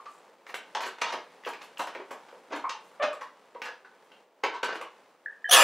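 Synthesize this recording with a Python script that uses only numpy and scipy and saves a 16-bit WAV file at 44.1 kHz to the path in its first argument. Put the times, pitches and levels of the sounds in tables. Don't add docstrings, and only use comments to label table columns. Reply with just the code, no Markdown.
import sys
import numpy as np
from scipy import signal
from scipy.fft import rfft, irfft, next_fast_len
from scipy.io import wavfile
from scipy.ndimage import uniform_filter1d

SR = 44100
rng = np.random.default_rng(int(sys.argv[2]) if len(sys.argv) > 2 else 0)


def store_pcm(level_fs):
    pcm = np.round(np.clip(level_fs, -1, 1) * 32767).astype(np.int16)
    wavfile.write(sys.argv[1], SR, np.atleast_2d(pcm).T)


N = 248283
TIME_S = np.arange(N) / SR
CRACK_S, OPEN_S = 5.496, 5.53

# frequency in Hz, gain in dB.
HOUSING_EQ = [(30, -43), (100, -37), (190, -21.5), (300, -7.5), (500, -2), (1100, 3), (2000, -1),
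              (2900, -1), (3900, -2), (6300, 0.5), (9000, -7), (13000, -13), (15500, 0)]
# frequency in Hz, width in Hz, relative level in dB.
RIB_MODES = [(7650, 600, 5), (10700, 1100, 4)]


def amp(db):
    return 10 ** (np.asarray(db) / 20)


def unit_rms(x):
    return x / np.sqrt(np.mean(x ** 2) + 1e-20)


def unit_energy(x):
    return x / np.sqrt(np.sum(x ** 2) + 1e-20)


def interp_log_hz(points, hz):
    point_hz, value = np.transpose(points)
    return np.interp(np.log(hz + 1), np.log(point_hz + 1), value)


def add(mix, start_s, sound):
    part = mix[max(round(start_s * SR), 0):][:len(sound)]
    part += sound[:len(part)]


def equalize(x, eq, size=2048):
    log_gain = np.log(amp(interp_log_hz(eq, abs(np.fft.fftfreq(size, 1 / SR)))))
    taps = np.fft.ifft(np.exp(np.conj(signal.hilbert(log_gain)))).real
    return signal.fftconvolve(x, taps[:size // 2])[:len(x)]


def waver(n, rate_hz):
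    size = next_fast_len(n, True)
    rolloff = 1 + (np.fft.rfftfreq(size, 1 / SR) / rate_hz) ** 4
    return unit_rms(irfft(rfft(rng.standard_normal(size)) / rolloff, size)[:n])


def whiten(x, passes=3):
    def envelope(y):
        return np.sqrt(uniform_filter1d(y ** 2, 64).clip(1e-20))

    decay = envelope(x)
    for _ in range(passes):
        spectrum = rfft(x)
        x = irfft(spectrum / (abs(spectrum) + 1e-12), len(x))
        x = x * decay / envelope(x)
    return unit_energy(x)


def resonate(x, hz, width_hz):
    pole = np.exp((2j * np.pi * hz - np.pi * width_hz) / SR)
    return 2 * signal.lfilter([1 - abs(pole)], [1, -pole], x).real


def boost(x, modes):
    return x + sum(amp(db) * signal.lfilter(*signal.iirpeak(hz, hz / width_hz, fs=SR), x)
                   for hz, width_hz, db in modes)


def background(grain=0.15, air_db=-67.5):
    # time in seconds, level in dB.
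    rub_levels = [(0, -53.5), (.43, -62.5), (.7, -56.5), (2.9, -56), (3.45, -60.5), (4.2, -61), (4.3, -68),
                  (4.97, -57.5), (5.2, -63)]
    # frequency in Hz, gain in dB.
    rub_eq = [(40, -53.5), (100, -28.5), (190, -10), (330, -8.5), (480, -1), (620, -6), (900, -2),
              (1300, -8), (2000, -12.5), (5000, -23), (9000, -29.5), (15500, -43.5)]
    air_eq = [(30, -45), (110, -32.5), (280, -2), (550, 10.5), (1200, -14), (3000, -17), (8000, -52),
              (15500, -21)]
    friction = rng.standard_normal(N) * np.exp(grain * waver(N, 210)) * amp(waver(N, 4.7))
    rub = amp(np.interp(TIME_S, *np.transpose(rub_levels))) * unit_rms(equalize(friction, rub_eq))
    air = amp(air_db) * unit_rms(equalize(rng.standard_normal(N), air_eq, size=8192))
    return rub + air


def reflections(gap_s=0.0021, build_s=0.0046):
    # frequency in Hz, T60 in seconds.
    decay_times = [(200, 0.3), (530, 0.31), (1400, 0.33), (3700, 0.35), (10000, 0.16)]
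    hz, t, bands = signal.stft(rng.choice([-1., 1.], 24576), SR, nperseg=256)
    decay = amp(-60 * t / interp_log_hz(decay_times, hz)[:, None])
    tail = signal.istft(bands * decay, SR, nperseg=256)[1]
    onset = np.clip((np.arange(len(tail)) / SR - gap_s) / build_s, 0, 1)
    return unit_energy(tail * onset)


def room(x, wet_db=-1, patterns=4):
    position, wet = TIME_S * np.pi, np.zeros(N)
    for k in range(patterns):
        distance = abs((position - k + patterns / 2) % patterns - patterns / 2)
        share = np.clip(1 - distance, 0, 1)
        wet += signal.oaconvolve(x * np.sqrt(share), reflections())[:N]
    return amp(wet_db) * wet


def wall_ring(t, t60_s, count=36):
    hz = np.geomspace(1500, 13000, count)[:, None] * rng.uniform(.94, 1.06, (count, 1))
    phase = rng.random((count, 1))
    modes = np.sqrt(hz) * np.sin(2 * np.pi * (hz * t + phase))
    return unit_energy(modes.sum(0) * amp(-60 * t / t60_s))


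def grazes(gain_db=-3, wall_db=-6, ribs_db=-7):
    # start in seconds, drag time in seconds, relative level in dB.
    drags = [(.07, 0.041, -70), (.47, 0.014, -59), (.543, 0.0073, -49), (.806, 0.011, -53),
             (.856, 0.0083, -50), (1.013, 0.0034, -41.5), (1.122, 0.0056, -51), (1.452, 0.021, -54.5),
             (1.61, 0.019, -62), (1.778, 0.014, -46.5), (1.868, .005, -53.5), (2.106, 0.0082, -56),
             (2.55, .007, -54), (2.82, 0.043, -72), (3.125, .012, -64), (3.208, 0.0088, -59),
             (3.635, 0.013, -58), (4.038, 0.0047, -66), (4.629, 0.009, -49.5), (4.74, .01, -58),
             (4.811, .006, -55.5)]
    # frequency in Hz, gain in dB.
    grit_eq = [(1000, -33), (3500, -9), (6500, 5.5), (11000, -1.5), (15500, -5)]
    t, out = np.arange(12288) / SR, np.zeros(N)
    for start_s, drag_s, db in drags:
        age = t / drag_s
        crackle = unit_rms(rng.standard_normal(len(t)) * np.exp(waver(len(t), 1500)))
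        grit = crackle * age * np.exp(1 - age)
        wall = signal.fftconvolve(grit, wall_ring(t[:2048], t60_s=0.02, count=48))[:len(t)]
        add(out, start_s, amp(db + gain_db) * (grit + amp(wall_db) * wall))
    ribs = [(hz, width_hz, db + ribs_db) for hz, width_hz, db in RIB_MODES]
    return equalize(boost(out, ribs), grit_eq)


def squeaks(jitter=0.15, gain_db=-1):
    # start in seconds, length in seconds, pitch in Hz, relative level in dB, roughness 0-1.
    slips = [(0, 0.0081, 1110, -44.5, 0.32), (0.064, .014, 1159, -42, .3), (0.747, 0.019, 849, -32, 0.25),
             (2.637, 0.026, 1019, -30, 0.89), (2.662, .032, 1043, -37.5, 0.87),
             (2.737, .024, 883, -43.5, 0.5), (2.994, .042, 585, -29.5, 0.39),
             (3.015, 0.039, 601.4, -25.5, 0.17), (3.123, 0.026, 1153, -40.5, 0.38),
             (3.215, .022, 1027, -40, 0.53), (3.558, 0.015, 1013, -44.5, 0.37)]
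    # frequency in Hz, gain in dB.
    radiation_eq = [(40, -61), (130, -35), (350, 0.5)]
    out = np.zeros(N)
    for start_s, length_s, hz, db, roughness in slips:
        n = int(length_s * SR)
        fall_db = 19 * (hz / 1000) ** 2
        cycles = np.cumsum(hz * (1 + jitter * roughness * waver(4096, 340)[:n])) / SR
        tone = sum(amp(-fall_db * (k - 1)) * np.sin(2 * np.pi * k * cycles) for k in range(1, 7))
        envelope = (1 + roughness * waver(4096, 160)[:n]) * signal.windows.tukey(n, .6)
        add(out, start_s, amp(db + gain_db) * unit_rms(tone * envelope))
    return equalize(out, radiation_eq)


def bottle_ring_db(time_s, seated_s=3.1):
    return -17 if time_s > seated_s else -28.5


def contact(contact_s, note_hz, note_db, ring_db, ribs_db, eq, body_db=-3, crack_db=-14, note_q=10):
    # frequency in Hz, relative level in dB, T60 in seconds.
    bottle_modes = [(500, 0, .06), (1580, -4, .06), (2800, 0, .05), (4250, -12, .08)]
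    t, body_t60_s = np.arange(8192) / SR, 0.066
    age = 1.5 * t / contact_s
    rasp = np.exp(.4 * waver(len(t), 220))
    slips = whiten(rng.standard_normal(len(t)) * rasp * age ** 2 * np.exp(-age))
    body = amp(body_db) * whiten(rng.standard_normal(len(t)) * amp(-60 * t / body_t60_s), passes=1)
    body += amp(-5) * wall_ring(t, t60_s=.035)
    body[0] += amp(crack_db)
    detune = 1 + .035 * rng.uniform(-1, 1)
    bottle = sum(amp(db) * unit_energy(np.sin(2 * np.pi * hz * detune * t) * amp(-60 * t / t60_s))
                 for hz, db, t60_s in bottle_modes)
    blow = signal.fftconvolve(slips, body + amp(ring_db) * bottle)[:len(t)]
    ribs = sum(amp(db) * resonate(resonate(blow, hz * detune, width_hz), hz * detune, width_hz)
               for hz, width_hz, db in RIB_MODES)
    pitched = boost(blow, [(note_hz, note_hz / note_q, note_db)])
    return equalize(pitched, eq) + amp(ribs_db) * ribs


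def snaps(contact_s=.0007):
    # start in seconds, relative level in dB, note in Hz, note boost in dB.
    cracks = [(.466, -11, 1840, 5), (.542, 1.5, 2700, 5), (0.984, -10.5, 1000, 10), (1.436, -15, 2000, 0),
              (1.449, -8.5, 2910, 11.5), (1.534, -6.5, 2400, 1), (1.772, -14.5, 3030, 18),
              (1.949, -10.5, 2450, 12.5), (2.284, -23, 3400, 8), (3.618, 2, 2840, 8), (4.117, -20, 2980, 6),
              (4.437, 6, 2180, 6.5)]
    # frequency in Hz, gain in dB.
    snap_eq = [(420, -1), (950, -2), (2200, -2), (5000, -14.5), (10500, -32.5), (15750, -26)]
    out = np.zeros(N)
    for start_s, db, note_hz, note_db in cracks:
        snap = contact(contact_s, note_hz, note_db, ring_db=bottle_ring_db(start_s) - 2, ribs_db=-26,
                       eq=snap_eq, body_db=-7.5, crack_db=-3.5, note_q=1 / .13)
        add(out, start_s, amp(db) * snap)
    return equalize(out, HOUSING_EQ)


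def knocks(pivot_hz=786, tilt_limit_hz=7000):
    # start in seconds, contact time in seconds, relative level in dB, tilt in dB per octave,
    # note in Hz, note boost in dB.
    hits = [(.055, 0.002, -12.5, 1, 1180, 7), (.485, 0.0059, -4, -0.2, 1700, 4),
            (.749, 0.00047, 6, 2, 880, 1), (.766, 0.0013, 3, -2, 874, 10.5),
            (.8045, 0.0011, 4.5, .3, 1050, -6), (.826, .007, 4, .5, 966, -12), (.856, 0.0038, 2, 0, 380, 6),
            (1.013, 0.0026, 12, 2, 1050, -1), (1.05, 0.022, 2.5, 1.7, 910, 6),
            (1.122, 0.0015, 7, 0.5, 496, 4), (1.134, 0.0039, 7.5, -3.5, 476, 0.5),
            (1.463, 0.0055, 7, -2, 472, 5), (1.608, .004, -5.5, 1.5, 1030, -4),
            (1.787, 0.0097, 12, -1.9, 1010, -3.5), (1.868, 0.0043, 2, -1.5, 1050, -5),
            (1.948, 0.0038, 1.5, -4, 344, 9.5), (1.992, 0.0042, -2.5, -4.5, 390, 12),
            (2.105, .003, 4.5, -4, 348, -1), (2.284, .0035, -15, 0, 920, 4),
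            (2.321, 0.0031, -10.5, -9, 520, 9), (2.503, 0.0037, 1, -5, 300, -2),
            (2.519, 0.0051, 8.5, -2.05, 288, 14.5), (2.557, .0038, 4.5, -3, 280, 6),
            (2.692, .0014, -0.5, 4, 1300, 2.5), (3.016, 0.0082, 13.5, -1, 620, 3.5),
            (3.12, 0.0081, -6.5, -0.5, 575, 13), (3.208, .0037, -5.5, 0.5, 2000, 7),
            (3.545, 0.0024, -7.5, -4, 483, 7.5), (3.647, 0.0072, -1.5, 0.8, 1700, 7),
            (3.68, 0.0034, -8.5, -1, 466, 12.5), (3.846, 0.0023, -16, -2, 1540, 10.5),
            (4.432, 0.0035, 10, -1.1, 900, 3.5), (4.441, 0.003, 7, -0.5, 347, 5.5),
            (4.525, 0.0124, -2.5, 0.5, 990, 8), (4.629, 0.0023, 10.5, 0.3, 1470, 1),
            (4.679, 0.0053, 6.5, -2.3, 1480, 2), (4.721, 0.0043, 2.5, -1.3, 1450, 3),
            (4.752, 0.0029, 0.5, -1, 331, 9), (4.811, .0012, 1, -1.4, 1130, 4)]
    # frequency in Hz, gain in dB.
    knock_eq = [(420, -0.5), (950, 0.5), (2200, -6), (5000, -16), (10500, -32.5), (15750, -50)]
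    eq_hz, eq_db = np.transpose(knock_eq)
    octaves = np.log2(np.minimum(eq_hz, tilt_limit_hz) / pivot_hz)
    out = np.zeros(N)
    for start_s, contact_s, db, db_per_octave, note_hz, note_db in hits:
        tilt_db = db_per_octave * octaves
        knock = contact(contact_s, note_hz, note_db, ring_db=bottle_ring_db(start_s),
                        ribs_db=-37.5 + tilt_db[-1], eq=list(zip(eq_hz, eq_db + tilt_db)))
        add(out, start_s, amp(db) * knock)
    return equalize(out, HOUSING_EQ)


def first_bubbles(rise=0.008):
    # start in seconds, pitch in Hz, relative level in dB, life in seconds.
    bubbles = [(5.259, 1700, -26.5, 0.0022), (5.4426, 1770, -25.5, 0.0025), (5.452, 1680, -27.5, 0.0051),
               (5.489, 716, -28.5, 0.0059)]
    t, out = np.arange(2048) / SR, np.zeros(N)
    for start_s, hz, db, life_s in bubbles:
        age = t / life_s
        envelope = age ** 2 * np.exp(1 - age ** 2 / (1 + age / 4))
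        cycles = np.cumsum(hz * (1 + rise * age)) / SR
        add(out, start_s, amp(db) * envelope * np.sin(2 * np.pi * cycles))
    return out


def leak(start_s=5.445, hz=3078, gain_db=-49.5):
    t, out = np.arange(0, CRACK_S - start_s, 1 / SR), np.zeros(N)
    tone = np.sin(2 * np.pi * hz * t) * signal.windows.tukey(len(t), .25)
    add(out, start_s, amp(gain_db) * unit_rms(tone))
    return out


def sputter(gain_db=-21, low_hz=850, high_hz=3000, life_s=0.0024, rise=0.02, count=40):
    age, out = np.arange(1024) / SR / life_s, np.zeros(N)
    envelope = age * np.exp(1 - age)
    for when, pitch, strength in rng.random((count, 3)):
        hz = low_hz * (high_hz / low_hz) ** pitch * (1 + rise * age)
        bubble = envelope * np.sin(2 * np.pi * np.cumsum(hz) / SR)
        add(out, OPEN_S + when * (N / SR - OPEN_S), amp(gain_db) * (.5 + strength) * bubble)
    return out


def nozzle_whistle(t, pressure, crack_hz=2920, open_hz=3410, filled_hz=2438, jitter=.027, flutter=0.61):
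    harmonics_db = [0, -7, -4, -12, -15]
    hz = np.interp(t, [CRACK_S, OPEN_S], [crack_hz, open_hz]) + (filled_hz - open_hz) * pressure
    cycles = np.cumsum(hz * (1 + jitter * waver(N, 500)[-len(t):])) / SR
    partials = [amp(db) * np.sin(2 * np.pi * k * cycles) for k, db in enumerate(harmonics_db, 1)]
    octave_gain = amp(np.interp(t, [5.497, 5.518], [20, 0]))
    partials[1] *= octave_gain
    tone = sum(partials) / np.sqrt(octave_gain)
    return unit_rms(tone * (1 + flutter * waver(N, 220)[-len(t):]))


def gas_jet(fill_s=.03, lumpiness=0.21, whistle_full_db=-12):
    # time in seconds, flow in dB.
    flow = [(5.484, -52), (5.497, -15.5), (5.503, -29.5), (5.513, -8), (5.526, -4.5), (5.533, 0)]
    # frequency in Hz, width in Hz, boost in dB.
    cavity_modes = [(630, 70, -1), (1240, 70, 3), (1730, 50, 6), (2860, 90, 7), (3430, 70, 6),
                    (5960, 90, 4)]
    # frequency in Hz, gain in dB.
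    hiss_eq = [(60, -65), (300, -48), (800, -34), (1800, 1), (3000, 3.5), (4200, 2), (6000, 0.5),
               (8000, -12), (10000, 7.5), (11500, -12), (13000, -3.5), (15500, -25)]
    churn_eq = [(30, -37), (120, -71), (230, -15.5), (350, -8.5), (550, 3.5), (800, 0.5), (1250, 5),
                (1700, 4), (2050, -4), (2800, -17), (4000, -12.5), (9000, -20.5)]
    t, out = TIME_S[int(flow[0][0] * SR):], np.zeros(N)
    flow_db = np.interp(t, *np.transpose(flow))
    pressure = 1 - np.exp(-(np.maximum(t - OPEN_S, 0) / fill_s) ** 2)
    whistle_db = -16.5 - 5 * pressure + 2 * np.minimum(flow_db - whistle_full_db, 0)
    whistle = amp(whistle_db) * nozzle_whistle(t, pressure)
    lumps = np.exp(lumpiness * waver(N, 470))

    def turbulence(eq):
        noise = (rng.standard_normal(N) * lumps)[-len(t):]
        return unit_rms(equalize(boost(noise, cavity_modes), eq))

    hiss = amp(-15 - 9.5 * pressure + flow_db) * turbulence(hiss_eq)
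    churn = amp(-18 + flow_db) * turbulence(churn_eq)
    add(out, t[0], whistle + hiss + churn)
    return out


def scene():
    # frequency in Hz, side gain in dB.
    side_eq = [(100, -22), (500, -24), (1000, -26), (2800, -15), (6000, -8), (9000, -1), (14000, 2.5)]
    plastic = knocks() + snaps() + grazes()
    squeaking, plinks = squeaks(), first_bubbles()
    gas = gas_jet() + sputter() + leak()
    direct = plastic + squeaking + plinks + amp(-1.5) * gas
    send = plastic + amp(-3.5) * squeaking + amp(-2.5) * plinks + amp(-7) * gas
    mid = direct + room(send) + background()
    side_send = amp(-3) * send + amp(-19) * gas
    side = equalize(room(side_send, patterns=2) + background(), side_eq)
    return np.array([mid + side, mid - side])


def record(dry):
    lowpass = signal.firwin(511, 15750, window=("kaiser", 9), fs=SR)
    return signal.oaconvolve(np.clip(dry, -.9, .9), lowpass[None], "same")


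dry = scene()
out = record(dry)
store_pcm(out)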